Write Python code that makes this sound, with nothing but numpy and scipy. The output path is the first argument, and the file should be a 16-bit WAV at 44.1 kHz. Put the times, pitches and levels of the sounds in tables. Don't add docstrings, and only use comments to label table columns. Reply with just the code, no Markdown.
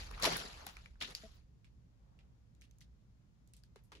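import sys
import numpy as np
from scipy import signal
from scipy.fft import rfft, irfft, next_fast_len
from scipy.io import wavfile
from scipy.ndimage import uniform_filter1d

SR = 44100
rng = np.random.default_rng(int(sys.argv[2]) if len(sys.argv) > 2 else 0)


def volts(x):
    e = np.asarray(x, float) / 20
    return 10 ** e


def digitize_waveform(pressure):
    field = np.atleast_2d(pressure).T
    bounded = np.clip(field, -1, 1)
    quanta = np.round(bounded * 32767).astype(np.int16)
    wavfile.write(sys.argv[1], SR, quanta)


N = 176400


def evened(x):
    return x / np.sqrt(np.mean(x ** 2) + 1e-20)


def read(points, hz):
    f, value = np.transpose(points)
    return np.interp(np.log(hz + 1), np.log(f + 1), value)


def add(mix, start, sound):
    part = mix[:, max(round(start * SR), 0):][:, :sound.shape[1]]
    part += sound[:, :part.shape[1]]


def colour(x, db_at):
    size = next_fast_len(x.shape[-1] + 2048)
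    gain = volts(db_at(np.fft.rfftfreq(size, 1 / SR)))
    return irfft(rfft(x, size) * gain, size)[..., :x.shape[-1]]


def peak_db(f, hz, width):
    return -10 * np.log10(1 + (2 * (f - hz) / width) ** 2)


def spread(pair, wide):
    mid = colour(pair[0], lambda f: -10 * np.log10(1 + volts(2 * read(wide, f))))
    side = colour(pair[1], lambda f: -10 * np.log10(1 + volts(-2 * read(wide, f))))
    return np.array([mid + side, mid - side])


def leaned(pair, lean):
    left = colour(pair[0], lambda f: read(lean, f) / 2)
    right = colour(pair[1], lambda f: -read(lean, f) / 2)
    return np.array([left, right])


# frequency in Hz, level in dB per Hz.
HUM = [(15, -38), (25, -10), (59, 3), (72, -2.5), (86, -10), (118, -7.5), (179, -11), (321, -23),
       (600, -36), (780, -69), (1320, -120)]
# frequency in Hz, level in dB per Hz.
HISS = [(240, -25), (450, -4.5), (1000, -9), (3000, -16.5), (7000, -19), (8300, -28), (11700, -28),
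        (13000, -36), (16500, -35)]
# frequency in Hz, side minus middle in dB.
WIDE_ROOM = [(60, -9), (180, -6.5), (550, 0), (1650, 1.5), (4970, 0.5), (15000, -1)]
# frequency in Hz, left minus right in dB.
LEAN_ROOM = [(60, -1.5), (180, -5), (550, 3.5), (1650, 1), (4970, 6), (15000, -4.5)]


def air():
    hum_db, fan_db, hiss_db, brush_db = -63.5, -72.5, -82, -79.5
    fan_hz, fan_width_hz = 112.6, 14
    brush_s, brush_span_s, brush_hz, brush_width_hz = 2.15, 0.19, 594, 1200
    t = np.arange(N) / SR
    noise = rng.standard_normal((4, 2, N))
    lumps = evened(uniform_filter1d(uniform_filter1d(rng.standard_normal(N), 3500), 3500))
    hum = volts(hum_db + 0.91 * lumps) * evened(colour(noise[0], lambda f: read(HUM, f)))
    fan = volts(fan_db) * evened(colour(noise[1], lambda f: 2 * peak_db(f, fan_hz, fan_width_hz)))
    hiss = volts(hiss_db) * evened(colour(noise[2], lambda f: read(HISS, f)))
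    brush = evened(colour(noise[3], lambda f: 2 * peak_db(f, brush_hz, brush_width_hz)))
    brush = brush * volts(brush_db) * np.exp(-((t - brush_s) / brush_span_s) ** 2)
    return leaned(spread(hum + fan + hiss + brush, WIDE_ROOM), LEAN_ROOM)


# time in seconds, level in dB.
SHAKE = [
    (0.0, -43.5),
    (0.435, -58.5),
    (1.3, -58.5),
    (1.7, -77.5),
]


def table():
    shake_hz, shake_width_hz = 45, 45
    s, db = np.transpose(SHAKE)
    body = evened(colour(rng.standard_normal(N), lambda f: 2 * peak_db(f, shake_hz, shake_width_hz)))
    level = volts(np.interp(np.arange(N) / SR, s, db, right=-120) - 0.5)
    return body * level * volts([[-.9], [.9]])


def crackle(size, share=.45):
    slips_per_s, spread_db, slip_s = 900, 3.0, .002
    sizes = volts(spread_db * np.minimum(rng.exponential(1, size), 4))
    slips = sizes * (rng.random(size) < slips_per_s / SR)
    grip = evened(signal.lfilter([1], [1, -np.exp(-1 / (slip_s * SR))], slips))
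    return rng.standard_normal((2, size)) * evened(1 - share + share * grip)


def patchy(x):
    patch_db = 3
    z = signal.stft(x, nperseg=256)[2]
    field = uniform_filter1d(rng.standard_normal(z.shape[1:]), 4, 0)
    field = evened(uniform_filter1d(field, 5, 1))
    return evened(signal.istft(z * volts(patch_db * field), nperseg=256)[1][:, :N])


# frequency in Hz, level in dB per Hz.
SHEET = [(88, -35), (150, -11.5), (259, -17.5), (448, -15), (4490, -8.5), (8400, -19.5), (11500, -22.5),
         (13400, -35), (16000, -54.5)]
# frequency in Hz, side minus middle in dB.
WIDE_PAPER = [(60, -23), (130, -19), (290, -5), (640, 2), (1410, 0), (3100, 1.5), (6820, -2), (15000, -4)]
# time in seconds, level in dB, boost of the low
# body in dB.
SLIDE = [
    (0, -52, 5.5),
    (.1, -61.5, 13.5),
    (0.213, -62, 17),
    (0.231, -34.5, 4),
    (0.298, -40.5, 14.5),
    (.42, -49, 7),
    (0.651, -63.5, 14.5),
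    (0.861, -69.5, 8),
    (.99, -88.5, 7),
         (.995, -84, 22),
    (1.02, -46, -16),
    (1.059, -58, 8.5),
    (1.11, -54.5, 5),
    (1.14, -65.5, 10.5),
    (1.22, -59.5, -5),
    (1.3, -68.5, 3),
    (1.369, -71, 9),
    (1.45, -90.5, -3.5),
]


def sliding():
    lean_db, body_hz = 1.5, 900
    t = np.arange(N) / SR
    s, db, dull = np.transpose(SLIDE)
    base = patchy(colour(crackle(N, .32), lambda f: read(SHEET, f)))
    low = colour(base, lambda f: -10 * np.log10(1 + (f / body_hz) ** 4))
    sound = volts(np.interp(t, s, dull)) * low + base - low
    sound = sound * volts(np.interp(t, s, db, right=-120))
    return spread(sound, WIDE_PAPER) * volts([[lean_db / 2], [-lean_db / 2]])


def snap(start, db, hz, tilt_db, rustle_db):
    rise_s, crack_s, rustle_s, rustle_end_s = .0005, .0014, .032, .05
    trim_db, ring_db, ring_q, low_cut_hz = -2, 1, 17, 3100
    t = np.arange(6000) / SR
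    cut = min(0.88 * hz, low_cut_hz)

    def tone(f):
        tilt = tilt_db * np.log2(np.maximum(f, cut) / 3000)
        return tilt - 10 * np.log10(1 + (cut / (f + 1)) ** 4)

    def rustle_tone(f):
        bump = 10 * np.log10(1 + volts(2 * (0.5 + peak_db(f, hz, hz / 3))))
        return tone(f) + 0.62 * read(SHEET, f) + bump

    scale = np.sqrt(np.mean(volts(2 * tone(np.linspace(800, 12000, 200)))))
    rise = np.minimum(t / rise_s, 1)
    clicks = rng.choice([-1., 1.], (2, len(t)))
    crack = colour(clicks * rise * np.exp(-t / crack_s), tone) / scale
    ring = volts(ring_db + 5.0 * np.log2(min(hz, 4800) / 2500)) * rise
    ring = ring * np.exp(-np.pi * max(hz, low_cut_hz) * t / ring_q)
    ring = ring * np.sin(2 * np.pi * (hz * t + rng.random((2, 1))))
    rustle = volts(min(rustle_db, 6)) * np.minimum(t / 0.0016, 1)
    rustle = rustle * np.exp(-t / rustle_s) / (1 + (t / rustle_end_s) ** 6)
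    settle = colour(crackle(len(t)) * rustle, rustle_tone) / scale
    return start, volts(db + trim_db) * (crack + ring + settle)


def flop(start, db, length, hz, sag):
    t = np.arange(3000) / SR
    turns = np.cumsum(hz * (sag + (1 - sag) * np.exp(-2 * t / length))) / SR
    tone = np.sin(2 * np.pi * turns) + 0.27 * np.sin(2 * np.pi * 2 * turns)
    shape = np.minimum(t / (.15 * length), 1) / (1 + (t / length) ** 4)
    return start, volts(db) * tone * shape * volts([[1.2], [-1.2]])


def swish(start, db, length, hz, width):
    t = np.arange(4000) / SR
    band = evened(colour(crackle(len(t), .32), lambda f: 2 * peak_db(f, hz, width)))
    return start, volts(db) * band * np.minimum(t / .0015, 1) / (1 + (t / length) ** 5)


def knock(start, db, length, hz, width):
    t = np.arange(5000) / SR
    body = colour(rng.standard_normal(len(t)), lambda f: 2 * peak_db(f, hz, width))
    body = body / np.std(body[:round(length * SR)])
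    shape = np.minimum(t / 0.001, 1) / (1 + (t / length) ** 6)
    return start, volts(db) * body * shape * np.ones((2, 1))


# multiple of the creak pitch, level in dB.
CREAK = [(1, -3.5), (2, -8), (3, -0.5)]


def creak():
    start_s, length_s, level_db, pitch_hz, jitter = 1.233, .034, -52, 216, .02
    t = np.arange(2500) / SR
    wander = evened(uniform_filter1d(rng.standard_normal(len(t)), 300))
    turns = np.cumsum(pitch_hz * (1 + jitter * wander)) / SR
    tone = sum(volts(db) * np.sin(2 * np.pi * k * turns) for k, db in CREAK)
    shape = np.minimum(t / .004, 1) * np.exp(-t / .07) / (1 + (t / length_s) ** 10)
    return start_s, volts(level_db) * tone * shape * volts([[2.5], [-2.5]])


# frequency in Hz, seconds to fall by 60 dB.
ROOM = [(200, .16), (2000, .18), (12000, .1)]


def walls(x):
    taps = np.zeros((2, SR // 2))
    at = np.arange(200, SR // 2 - 20, 20) + rng.integers(0, 20, (2, (SR // 2 - 201) // 20))
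    np.put_along_axis(taps, at, rng.choice([-1., 1.], at.shape), 1)
    hz, t, z = signal.stft(taps, SR, nperseg=256)
    tail = signal.istft(z * volts(-60 * t / read(ROOM, hz)[:, None]), SR, nperseg=256)[1]
    return signal.fftconvolve(x, tail / np.linalg.norm(tail[0]), axes=1)[:, :N]


def shaded(x, bands):
    top_hz, top_db = 14014, -7

    def dips(f, column):
        bumps = sum(row[column] * np.exp(-((f - row[0]) / row[1] * 2) ** 4) for row in bands)
        return bumps + top_db / (1 + (top_hz / (f + 1)) ** 20)

    mid = colour((x[0] + x[1]) / 2, lambda f: dips(f, 2))
    side = colour((x[0] - x[1]) / 2, lambda f: dips(f, 3))
    return np.array([mid + side, mid - side])


# start in seconds, peak in dB, sheet pitch in Hz,
# tilt in dB per octave, rustle afterwards in dB.
GRIP = [(0.112, -38.5, 1170, -3.5, -25), (0.178, -39.5, 1170, -9, -18), (0.198, -43, 1100, 0.5, 1),
        (0.217, -43.5, 3500, -3, 11), (0.224, -27, 4300, 5.5, -7.5), (0.234, -26, 5400, -4.5, -8.5),
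        (0.242, -22, 4280, -5, -7), (0.251, -24.5, 4040, -10, -17), (0.254, -18.5, 2300, -4, -5.5),
        (0.323, -29, 1050, -3.5, -6), (0.364, -28, 1480, -13, -13.5), (0.368, -27.5, 10570, 10, -5.5),
        (0.666, -33.5, 11900, 2, -13), (0.667, -33.5, 860, -3.5, -2.5), (0.768, -39.5, 2360, -9.5, -25),
        (0.769, -42.5, 1320, -8.5, -7.5), (0.859, -41.5, 2316, -11, -22), (0.864, -55, 1920, -17, -7),
        (0.956, -55.5, 1550, -18, -12), (1.005, -49, 4330, -3, -14), (1.014, -32, 2120, -9.5, -19),
        (1.025, -35, 3570, -4.5, -14), (1.053, -44, 3480, -18, 0.5), (1.106, -42, 1230, -2, -19),
        (1.15, -29, 4730, -4, -14), (1.169, -46, 5200, -3, -19)]
# start in seconds, peak in dB, sheet pitch in Hz,
# tilt in dB per octave, rustle afterwards in dB.
FLICKS = [(1.645, -57, 2310, -6.5, -2.5), (2.19, -57, 2690, -10.5, -4), (2.55, -65, 7090, -4, -9.5),
          (2.612, -53.5, 6230, -4, -5.5), (2.619, -51.5, 2320, -4, -4), (2.641, -59, 2720, -6, -6),
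          (2.711, -57.5, 6230, -5, -13.5), (2.785, -58.5, 6800, 2, -13), (2.807, -54.5, 5820, -5.5, 1),
          (2.813, -52.5, 2015, -3.5, -10), (3.475, -59.5, 7100, 1, -8), (3.536, -48, 8680, -3, -7),
          (3.566, -54, 8150, 0.5, -3.5), (3.636, -55, 4813, -2.5, -9.5), (3.759, -48.5, 1007, -4.5, -6.5),
          (3.837, -67, 12440, 9, 4.5), (3.919, -43, 1124, -5.5, -2.5), (3.951, -54, 2920, -8.5, 4.5)]
# start in seconds, level in dB, length in seconds, #
# starting pitch in Hz, share of that pitch left at the end.
FLOPS = [(0.232, -35, 0.0053, 570, 1), (0.27, -31, 0.012, 700.3, .85), (1.084, -54, .006, 487, 0.86),
         (3.759, -56.5, .011, 576, 0.62), (0.112, -50.5, 0.0023, 1150, 0.91), (0.178, -55, 0.0037, 1170, 1),
         (0.668, -48.5, 0.004, 828, 0.94), (0.7688, -52.5, 0.0017, 2450, 0.99),
         (0.7693, -62, 0.0034, 1300, 0.94), (3.637, -69.5, 0.0029, 1603, 1), (3.921, -61, 0.0052, 1110, 1)]
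# start in seconds, level in dB, length in seconds,
# centre in Hz, width in Hz.
SWISHES = [(0.194, -50, 0.037, 1190, 910), (0.233, -37.5, .008, 4520, 4002),
           (0.241, -33, 0.0056, 4000, 4046), (0.25, -31, 0.016, 3070, 4494), (1.004, -54, .008, 4470, 4040),
           (1.01, -40.5, 0.0097, 2970, 2900), (1.02, -36.5, 0.0067, 3220, 3360),
           (1.028, -44.5, 0.015, 2670, 2994), (1.042, -45.5, 0.013, 3280, 2380),
           (1.157, -56.5, 0.028, 5000, 2996), (0.252, -40.5, 0.017, 10900, 2500),
           (1.342, -75, 0.028, 15030, 1503), (0.7, -71, 0.054, 14600, 1500)]
# start in seconds, level in dB, length in seconds,
# body pitch in Hz, width in Hz.
KNOCKS = [
    (0.24, -37.5, .025, 1050, 350),
    (0.259, -40.5, 0.03, 450, 350),
    (0.29, -49.5, 0.058, 175.5, 70),
    (.35, -54, 0.025, 165, 78),
    (0.384, -57, 0.046, 514, 510),
    (1.034, -62.5, 0.094, 206, 198.8),
    (1.079, -64.5, 0.025, 417, 283),
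    (3.925, -68, 0.075, 384, 300),
]
# frequency in Hz, left minus right in dB.
LEAN_PAPER = [(250, -2), (700, -0.5), (2000, -1), (5000, 2), (10000, -2)]
# frequency in Hz, width in Hz, middle in dB, side in dB.
SHADOW = [(8600, 1600, -11, 0), (11000, 1800, 0, -17), (13400, 1900, -20, 6)]
# frequency in Hz, width in Hz, middle in dB, side in dB.
SHADOW_FAR = [(13100, 1200, -10, 3)]


def scene():
    echo_db = -17
    grip, flicks, knocks, spine = np.zeros((4, 2, N))
    for row in GRIP:
        add(grip, *snap(*row))
    for row in FLICKS:
        add(flicks, *snap(*row))
    for row in SWISHES:
        add(grip, *swish(*row))
    for row in FLOPS:
        add(knocks, *flop(*row))
    for row in KNOCKS:
        add(knocks, *knock(*row))
    add(spine, *creak())
    near = spread(grip, WIDE_PAPER) * volts([[.9], [-.9]])
    far = spread(flicks, WIDE_PAPER)
    echo = volts(echo_db) * walls(near + far + knocks)
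    block = shaded(leaned(sliding() + near, LEAN_PAPER) + echo, SHADOW)
    return air() + table() + spine + knocks + block + shaded(far, SHADOW_FAR)


def top_cut(x):
    return signal.sosfilt(signal.butter(12, 16830, fs=SR, output="sos"), x)


def record(dry):
    edge_hz, edge_slope_hz, bass_hz = 15600, 1200, 36

    def limits(f):
        treble = -45. * np.clip((f - edge_hz) / edge_slope_hz, 0, 2)
        return treble - 10 * np.log10(1 + (bass_hz / (f + 1)) ** 6)

    return top_cut(colour(dry, limits))


dry = scene()
out = record(dry)
digitize_waveform(out)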